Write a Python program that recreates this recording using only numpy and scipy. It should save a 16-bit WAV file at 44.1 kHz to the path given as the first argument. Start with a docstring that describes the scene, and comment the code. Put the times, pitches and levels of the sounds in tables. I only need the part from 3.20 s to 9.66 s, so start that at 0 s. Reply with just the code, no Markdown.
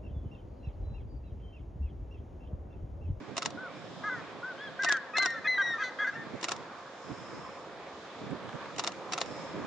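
"""A light gust rumbles on the microphone ports and a reflex camera beside it takes a picture.
From 0.4 to 3 s two courting ibises squeal on a grassy slope, in short nasal notes that jump between
registers; the bank behind returns faint echoes. The shutter fires twice among the calls, once after.
Past 5 s wings flick as one bird mounts, and two last pictures follow.
Gusts come and go throughout, over a steady wash of distant air."""
import sys
import numpy as np
from scipy import signal
from scipy.io import wavfile

SR = 44100
rng = np.random.default_rng(int(sys.argv[2]) if len(sys.argv) > 2 else 0)


def persist_wave(psi):
    """Save psi, clipped to +-1, as 16-bit WAV."""
    counts = np.round(np.clip(psi, -1, 1) * 32767).astype(np.int16)
    wavfile.write(sys.argv[1], SR, np.atleast_2d(counts).T)


N = 284886
TIME = np.arange(N) / SR

# Weak harmonics shaped by throat and bill: freq_hz, gain_db (re the lead's stronger neighbour)
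THROAT = [(400, -44), (1000, -27.5), (2000, -9.5), (2800, -33), (3550, -20), (4100, -36.5), (4550, -22.5),
          (5100, -46.5), (5700, -30), (6350, -27), (7200, -40), (8000, -51), (9500, -51.5)]
# Higher multiples of the lead, lifted by the bill: freq_hz, gain_db (re the lead's octave)
BILL_OVERTONES = [(3700, -12.5), (4800, -23), (5700, -8.5), (6150, -18.5), (6500, -33), (7500, -27.5),
                  (8200, -45), (9500, -41.5)]
# Phase waver of the strong harmonics: freq_hz, waver_share
HOARSENESS = [(2100, .06), (4100, 0.32), (7000, .8)]


def syrinx(row, attack_s=0.005, release_s=0.018, jitter=0.003, shimmer_db=1.9, hoarse_rad=0.8):
    """One note in one register: an arching harmonic stack, led by one harmonic and its multiples."""
    start_s, length_s, lead, top_hz, rise_hz, fall_hz, level_db, fade_db = row[:8]
    below_db, above_db, octave_db, rasp_db, buzz_db = row[8:]
    end_s = start_s + length_s
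    span = (TIME > start_s - attack_s / 2) & (TIME < end_s + release_s / 2)
    t = TIME[span]
    progress = np.clip((t - start_s) / length_s, 0, 1)
    # Parabola: scoop up to the top, then sag.
    lead_hz = top_hz - (np.sqrt(abs(fall_hz)) * progress - np.sqrt(abs(rise_hz)) * (1 - progress)) ** 2
    phase = 2 * np.pi * np.cumsum(lead_hz / lead * (1 + jitter * drift(500, t))) / SR
    # Irregular cycles scatter rasp round the lead.
    stack = from_db(rasp_db) * drift(520, t) * np.cos(lead * phase)
    strong_db = {lead - 1: below_db, lead: 0, lead + 1: above_db, 2 * lead: octave_db}
    for k in range(1, 5 * lead + 1):
        hz = k * lead_hz / lead
        waver_rad = hoarse_rad * at_hz(HOARSENESS, hz)
        if k in strong_db:
            db = strong_db[k]
        elif k % lead == 0:
            db = buzz_db + octave_db + at_hz(BILL_OVERTONES, hz)
        else:
            db = buzz_db + max(below_db, above_db) + at_hz(THROAT, hz)
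            waver_rad = hoarse_rad
        gain = from_db(db + shimmer_db * drift(200, t))
        partial = gain * np.sin(k * phase + waver_rad * drift(350, t) + rng.uniform(0, 2 * np.pi))
        stack = stack + partial * pan(left_db=at_hz([(2000, 1), (5000, 6)], hz.mean()))
    ramp = np.minimum((t - start_s) / attack_s, (end_s - t) / release_s) + 0.5
    gate = np.sin(np.pi / 2 * np.clip(ramp, 0, 1)) ** 2
    out = np.zeros((2, N))
    out[:, span] = np.sqrt(2) * stack * gate * from_db(level_db - fade_db * progress)
    return out


# Notes: start_s, length_s, lead_harmonic, top_hz, rise_hz, fall_hz, level_db, fade_db,
# then re the lead: below_db, above_db, octave_db, rasp_db; lift of the other harmonics: buzz_db
NOTES = [ (0.373, 0.11, 3, 1532, 123, 228, -42, 4.5, -28, -29, -33, -28, 0),
         (0.465, 0.13, 4, 2400, 242, 6, -61, 4, -28, -15, -22, 2, 4),
         (0.836, .059, 4, 1691, 100, 77, -37.5, -3, -3.5, -13, -31, -23, -4.5),
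         (0.896, 0.063, 3, 1530, 6, 103, -35, 2.5, -14.5, -10, -42, -26, 2),
         (.962, .053, 4, 1847, 0, 162, -46.5, 5, -4, -13.5, -25, -24, 4),
         (1.23, 0.1, 3, 1550, 160, 141, -37, 7, -22, -25, -40, -27, 4),
         (1.381, .11, 4, 1713, 202, 142, -46.5, -3, -28, -34.5, -8.5, -21, -1),
         (1.592, 0.047, 4, 1618, 94, 71, -32.5, -2, -30, -14.5, -41, -20, 4),
         (1.635, .14, 4, 2035, 5.5, 294, -39, 2.5, 0.5, -21.5, -27, -25, 1),
         (1.663, 0.035, 3, 1845, 17, 97, -30, -6.5, -19, -21.5, -33, -28, 2),
         (1.698, 0.084, 3, 1687, 1, 168, -25.5, 8, -21, -30, -24, -21, -3),
         (1.936, .033, 2, 1303, 78.5, 2.5, -42, -7, -27, -7, -1.5, -29, -9),
         (1.954, 0.027, 4, 1728, -1.5, 53.5, -36, 2, -16, -11, -15, 2.5, 2.5),
         (1.968, 0.08, 4, 2075, 6, 75.5, -28.5, 2.5, -25, -32, -5, -25.5, -9),
         (2.0, 0.072, 4, 1589, 74, 169, -30.5, -0.5, -10, -19, -24.5, -27, -3.5),
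         (2.056, 0.093, 4, 1866, -1.5, 63.5, -32.5, 4.5, -23, -35, -24, -28.5, 12),
         (2.137, 0.056, 4, 1807, 13, 110, -40.5, 0, -2, -29, -22.5, -30, -4.5),
         (2.244, 0.029, 2, 1256, 50.5, 0.5, -40.5, -2.5, -27, 1.5, -2.5, -22, -7.5),
         (2.252, .026, 4, 1728, 3.5, 90, -36, -2.5, -18.5, -11.5, -14.5, -15, -2),
         (2.273, .11, 4, 2034, 23.5, 103, -26, 8.5, -29.5, -42.5, -11, -31, -3.5),
         (2.379, .045, 4, 1608, 19, 68, -27.5, -2.5, -13.5, -15, -23, -25, 1),
         (2.416, 0.13, 4, 1915, 4, 93.5, -30.5, 3.5, -24, -41, -12.5, -28.5, -1),
         (2.537, .037, 4, 1820, 0, 52, -36.5, 2.5, -3.5, -40, -23.5, -30, -4),
         (2.583, .052, 2, 1293, 109, 8, -38, 2.5, -30, -8.5, -12.5, -25, 1),
         (2.593, 0.041, 4, 1675, 0, 105, -38.5, -11, -22.5, -11, -22, -8, 7),
         (2.636, 0.067, 4, 2026, -5, 33, -33, 12.5, -5, -24, -13.5, -23.5, 8.5),
         (2.789, 0.052, 4, 1678, 65, 46, -31, -3, -11.5, -13, -19.5, -7, -2),
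         (2.844, 0.024, 3, 1533, 10, 56, -29, 4.5, -31, -4.5, -33, -12, -2),
         (2.87, .034, 4, 1652, 64, 72, -27.5, 8.5, -27, -13, -32, -9, 7.5),
         (2.932, 0.039, 3, 1393, 100, 2, -45.5, 7, -26, -15, -12.5, -26, 7),
         (2.953, 0.083, 4, 1820, 36, 46, -42.5, 2.5, -14, -23, -23.5, -24, -4)]


def ibises():
    """Both birds call in runs of notes; the slope answers."""
    calls = sum(syrinx(row) for row in NOTES)
    return calls + slope_echoes(calls)


# Reflections off the slope: delay_s, gain_db
ECHOES = [(0.08, -18), (.108, -24.5), (.19, -25.5)]


def slope_echoes(calls, scatter_db=-21, t60_s=0.98, build_s=0.069, lowpass_hz=4500):
    """Distinct echoes and a diffuse tail that builds as far reeds and trees answer, both dulled."""
    t = TIME[:SR]
    tail = rng.standard_normal((2, SR)) * from_db(-60 * t / t60_s) * np.minimum(t / build_s, 1) ** 2
    response = from_db(scatter_db) * unit_rms(tail) / np.sqrt(SR)
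    for delay_s, db in ECHOES:
        response[:, int(delay_s * SR)] += from_db(db)
    response = signal.sosfilt(signal.butter(1, lowpass_hz, fs=SR, output="sos"), response)
    return signal.fftconvolve(calls, response, axes=1)[:, :N]


# Wing flicks: start_s, level_db, centre_hz
FLICKS = [(5.107, -57, 7600), (5.292, -37, 1160), (5.33, -41, 1300), (5.413, -45, 3020), (5.458, -39, 1200)]


def wings(t60_s=0.011, width_hz=1300, gain_db=8):
    """Stiff feathers slap and brush in short, soft puffs of noise."""
    puffs = 0
    for start_s, db, hz in FLICKS:
        brush = spread(rattle([(start_s, db, t60_s)]), correlation=0.6)
        puffs = puffs + resonate(resonate(brush, hz, width_hz), hz, width_hz)
    return from_db(gain_db) * puffs


# Pictures: release_s, mirror_stop_s, curtain_open_s, curtain_close_s, gain_db
SHOTS = [(0.166, 0.1773, 0.22, .2575, 1), (1.6324, 1.644, 1.686, 1.7218, 1.5),
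         (1.968, 1.981, 2.022, 2.0575, 0.5), (3.2274, 3.2406, 3.2830, 3.3168, 1.5),
         (5.581, 5.593, 5.6365, 5.6730, 1), (5.921, 5.9324, 5.9765, 6.0130, 0.5)]
# Contacts of those four stages: offset_s, level_db, t60_s
MIRROR_CATCH = [(0.00079, -30.5, 0.035)]
MIRROR_STOP = [(.0005, -24, 0.025), (.007, -36.5, 0.026)]
CURTAIN_OPEN = [(.001, -28.5, 0.014), (.008, -27.5, 0.0054)]
CURTAIN_CLOSE = [(-.0072, -32.5, .012), (.0005, -21.5, .016), (0.046, -39.5, .014)]
# Button presses: start_s, level_db
PRESSES = [(1.6223, -35), (3.212, -35.5), (5.562, -37)]
# Camera body modes: freq_hz, width_hz, gain_db
BODY_MODES = [(334, 110, -1), (701, 60, 7), (1023, 180, 3), (1348, 130, 4), (1910, 400, -3),
              (2796, 326, 0.5), (3710, 260, 1.5), (4270, 280, -2.5), (4720, 265, -2), (5590, 245, 1),
              (6180, 350, -5), (6840, 640, -4), (9000, 950, -27.5)]
# Stereo image of the body: freq_hz, correlation
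BODY_STEREO = [(300, 1), (1200, 0.97), (2300, 0.34), (4800, 0.71), (7000, 0.084), (9500, 0.055)]


def camera(lag_s=0.00094, button_t60_s=0.0096, knock_db=12, gain_db=3):
    """Button, mirror and curtains strike their stops; each contact rattles and rings the body."""
    stages = []
    for k, contacts in enumerate((MIRROR_CATCH, MIRROR_STOP, CURTAIN_OPEN, CURTAIN_CLOSE)):
        stages.append(rattle([(shot[k] + offset_s + lag_s, shot[-1] + db, t60_s)
                              for shot in SHOTS for offset_s, db, t60_s in contacts]))
    catch, mirror, opening, closing = stages
    button = rattle([(start_s + lag_s, db, button_t60_s) for start_s, db in PRESSES])
    button = signal.sosfilt(signal.butter(2, 2500, "high", fs=SR, output="sos"), button + 1e-18)
    grit = catch + mirror + opening + closing + button
    body = sum((-1) ** k * from_db(db) * resonate(spread(grit, at_hz(BODY_STEREO, hz)), hz, width_hz)
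               for k, (hz, width_hz, db) in enumerate(BODY_MODES))
    # The first curtain rings its frame.
    knock = from_db(knock_db) * resonate(opening[1], hz=1300, width_hz=130)
    return from_db(gain_db) * (body + knock) * pan(left_db=0.3)


def rattle(contacts, rise_s=0.00087, slide_db=-21, slide_s=0.009, chatter_db=-19, chatter_t60_s=0.096):
    """Stereo grit: at each contact a part slides in, strikes, and loose pieces chatter on."""
    power = np.zeros(N)
    t = np.arange(-SR // 20, SR // 5) / SR
    before_s, after_s = np.minimum(t, 0), np.maximum(t, 0)
    for strike_s, db, t60_s in contacts:
        strike = np.exp(before_s / rise_s) * from_db(-60 * after_s / t60_s)
        slide = from_db(slide_db) * np.exp(-abs(t) / slide_s)
        chatter = from_db(chatter_db - 60 * after_s / chatter_t60_s) * (t > 0)
        first = int((strike_s + t[0]) * SR)
        power[first:first + len(t)] += (from_db(db) * (strike + slide + chatter)) ** 2
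    return np.sqrt(power) * rng.standard_normal((2, N))


# Breeze contour, scaled about its mean: time_s, trend_db
BREEZE_TREND = [(0.0, -48), (2.19, -57), (2.88, -59.5), (3.13, -47.5), (3.56, -59), (3.8, -63),
                (4.06, -48.5), (4.77, -62), (5.22, -50.5), (5.36, -51.5), (5.97, -52), (6.46, -43.5)]
# Gusts: peak_s, width_s, level_db, left_db
GUSTS = [(.015, 0.019, -44, -3), (.125, 0.047, -42, -11.5), (0.285, .02, -40.5, -6),
         (2.192, .02, -50.5, -13), (3.02, 0.059, -44, -5), (3.148, 0.015, -36.5, -12),
         (3.922, 0.022, -36.5, -11), (4.02, 0.018, -45.5, -10), (4.19, .02, -48, 7),
         (5.041, 0.022, -39.5, 0), (5.129, 0.033, -36.5, -11.5), (5.28, .03, -45, -11),
         (5.355, 0.0099, -37, -11), (6.114, .025, -38.5, -8), (6.365, .05, -36.5, -4),
         (6.44, 0.053, -38, -10)]
# Rumble on the ports: freq_hz, density_db
WIND_SPECTRUM = [(15, -67), (25, -48.5), (69, -13.5), (136, 2), (244, 1.5), (280, 2.5), (375, -2.5),
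                 (415, 0), (468, -4), (1080, -28.5), (1500, -25), (1950, -55.5), (3300, -120)]


def wind(breeze_db=-56, trend_scale=1.3, unrest_db=4, gust_db=-0.5, rise_share=0.61, lump_db=2.24):
    """A restless breeze and its gusts buffet each microphone port with lumpy low noise."""
    trend_db = at_time(BREEZE_TREND)
    swing_db = trend_scale * (trend_db - trend_db.mean()) + unrest_db * drift(14)
    power = (from_db(breeze_db + swing_db) * pan(left_db=-4.5)) ** 2
    for peak_s, width_s, db, left_db in GUSTS:
        from_peak_s = np.maximum((peak_s - TIME) / rise_share, (TIME - peak_s) / (1 - rise_share))
        gust = from_db(db + gust_db) * np.exp(-from_peak_s / (2 * width_s))
        power += (gust * pan(left_db)) ** 2
    strength = np.sqrt(power) * from_db(lump_db * drift(45))
    rumble = banded_noise(WIND_SPECTRUM, stereo=[(60, 0.02), (600, 0.57)], flicker_db=1, flicker_hz=30)
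    return strength * rumble


# Wash contour: time_s, level_db
AIR_LEVEL = [(0.0, -53), (1.01, -49.5), (1.96, -51.5), (3.33, -48), (3.58, -49.5), (3.78, -50), (4.05, -48),
             (4.43, -49.5), (4.79, -48.5), (6.46, -45.5)]
# Wash colour: freq_hz, density_db
AIR_SPECTRUM = [(30, -37.5), (60, -19.5), (140, -12), (300, -6.5), (550, -3), (800, -6.5), (1100, -5),
                (1400, -11), (1800, -7.5), (2600, -23.5), (3800, -23), (7200, -31), (9000, -51),
                (10000, -55)]
# Stereo image of the air: freq_hz, correlation
AIR_STEREO = [(60, 0.66), (250, 1), (600, 0.87), (1200, 0.9), (2500, 0.37), (5000, 0.14), (9000, 0.081)]
# Far-off drones: centre_hz, width_hz, level_db
DRONES = [(533.2, 41, -57.5), (1100, 81, -62.5), (700, 29, -61.5), (3340, 1500, -60.5)]


def distant_air(wash_db=3, swell_db=2):
    """A steady broad wash with narrow drones that swell at random."""
    wash = banded_noise(AIR_SPECTRUM, AIR_STEREO, flicker_db=2, flicker_hz=12)
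    wash *= from_db(at_time(AIR_LEVEL) + wash_db)
    drones = sum(from_db(db + swell_db * drift(2.56)) * narrow_noise(hz, width_hz, at_hz(AIR_STEREO, hz))
                 for hz, width_hz, db in DRONES)
    return (wash + drones) * pan(left_db=-1.5)


# Hiss bands: centre_hz, width_hz, gain_db
HISS_BANDS = [(5190, 450, 6), (6780, 1600, -1)]
# Hiss swells: start_s, hold_s, level_db
HISS_SWELLS = [(.55, 0.29, -69.5), (3.844, 0.38, -62.5), (6.07, 0.12, -57)]


def hiss(idle_db=-72, attack_s=0.05, release_s=0.27, gain_db=-0.5):
    """A thin high hiss idles faintly; each swell rises, holds and dies back."""
    bands = sum(from_db(db) * narrow_noise(hz, width_hz, correlation=0.19)
                for hz, width_hz, db in HISS_BANDS)
    envelope = from_db(idle_db)
    for start_s, hold_s, db in HISS_SWELLS:
        corners_s = start_s + np.array([-attack_s, 0, hold_s, hold_s + release_s])
        envelope = envelope + from_db(db) * np.interp(TIME, corners_s, [0, 1, 1, 0])
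    return from_db(gain_db) * envelope * unit_rms(bands)


def banded_noise(spectrum, stereo, flicker_db, flicker_hz):
    """Half-octave bands of stereo noise, each flickering on its own; rms 1."""
    edges_hz = 28 * 2 ** np.arange(0, 8.6, 0.5)
    white = rng.standard_normal((2, 2, N))
    out = 0
    for k, (low_hz, high_hz) in enumerate(zip(edges_hz, edges_hz[1:])):
        bandpass = signal.butter(3, [low_hz, high_hz], "band", fs=SR, output="sos")
        hz = np.sqrt(low_hz * high_hz)
        band = spread(signal.sosfilt(bandpass, white[k % 2]), at_hz(stereo, hz))
        out = out + from_db(at_hz(spectrum, hz) + flicker_db * drift(flicker_hz)) * band
    return unit_rms(out)


def narrow_noise(hz, width_hz, correlation):
    """Stereo noise twice through one resonance; rms 1."""
    white = spread(rng.standard_normal((2, N)), correlation)
    return unit_rms(resonate(resonate(white, hz, width_hz), hz, width_hz))


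def resonate(x, hz, width_hz):
    """Two-pole resonance, peak gain 1."""
    r = np.exp(-np.pi * width_hz / SR)
    feedback = [1, -2 * r * np.cos(2 * np.pi * hz / SR), r * r]
    return signal.lfilter(np.array([1, 0, -1]) * (1 - r * r) / 2, feedback, x + 1e-18)


def drift(rate_hz, t=TIME):
    """Random wander, spread about 1."""
    return np.interp((t - t[0]) * rate_hz, np.arange(4096), rng.standard_normal(4096))


def spread(pair, correlation):
    """Mix two independent signals into correlated left and right."""
    mid, side = np.sqrt(1 + correlation) * pair[0], np.sqrt(1 - correlation) * pair[1]
    return np.array([mid + side, mid - side])


def pan(left_db):
    """Channel gains for a left-minus-right level."""
    return from_db(np.array([[0.5], [-0.5]]) * left_db)


def at_time(points):
    """Read a contour at every sample."""
    return np.interp(TIME, *np.transpose(points))


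def at_hz(points, hz):
    """Read a curve on a log-frequency axis."""
    freqs_hz, values = np.transpose(points)
    return np.interp(np.log(hz), np.log(freqs_hz), values)


def from_db(db):
    return 10 ** (np.asarray(db) / 20)


def unit_rms(x):
    return x / np.sqrt(np.mean(x ** 2) + 1e-20)


def scene():
    """Birds in front, camera close by, wind and air all round."""
    return ibises() + wings() + camera() + wind() + distant_air() + hiss()


def record(dry, cutoff_hz=9400):
    """Steep elliptic low-pass."""
    return signal.sosfilt(signal.ellip(10, 0.2, 75, cutoff_hz, fs=SR, output="sos"), dry)


dry = scene()
out = record(dry)
persist_wave(out)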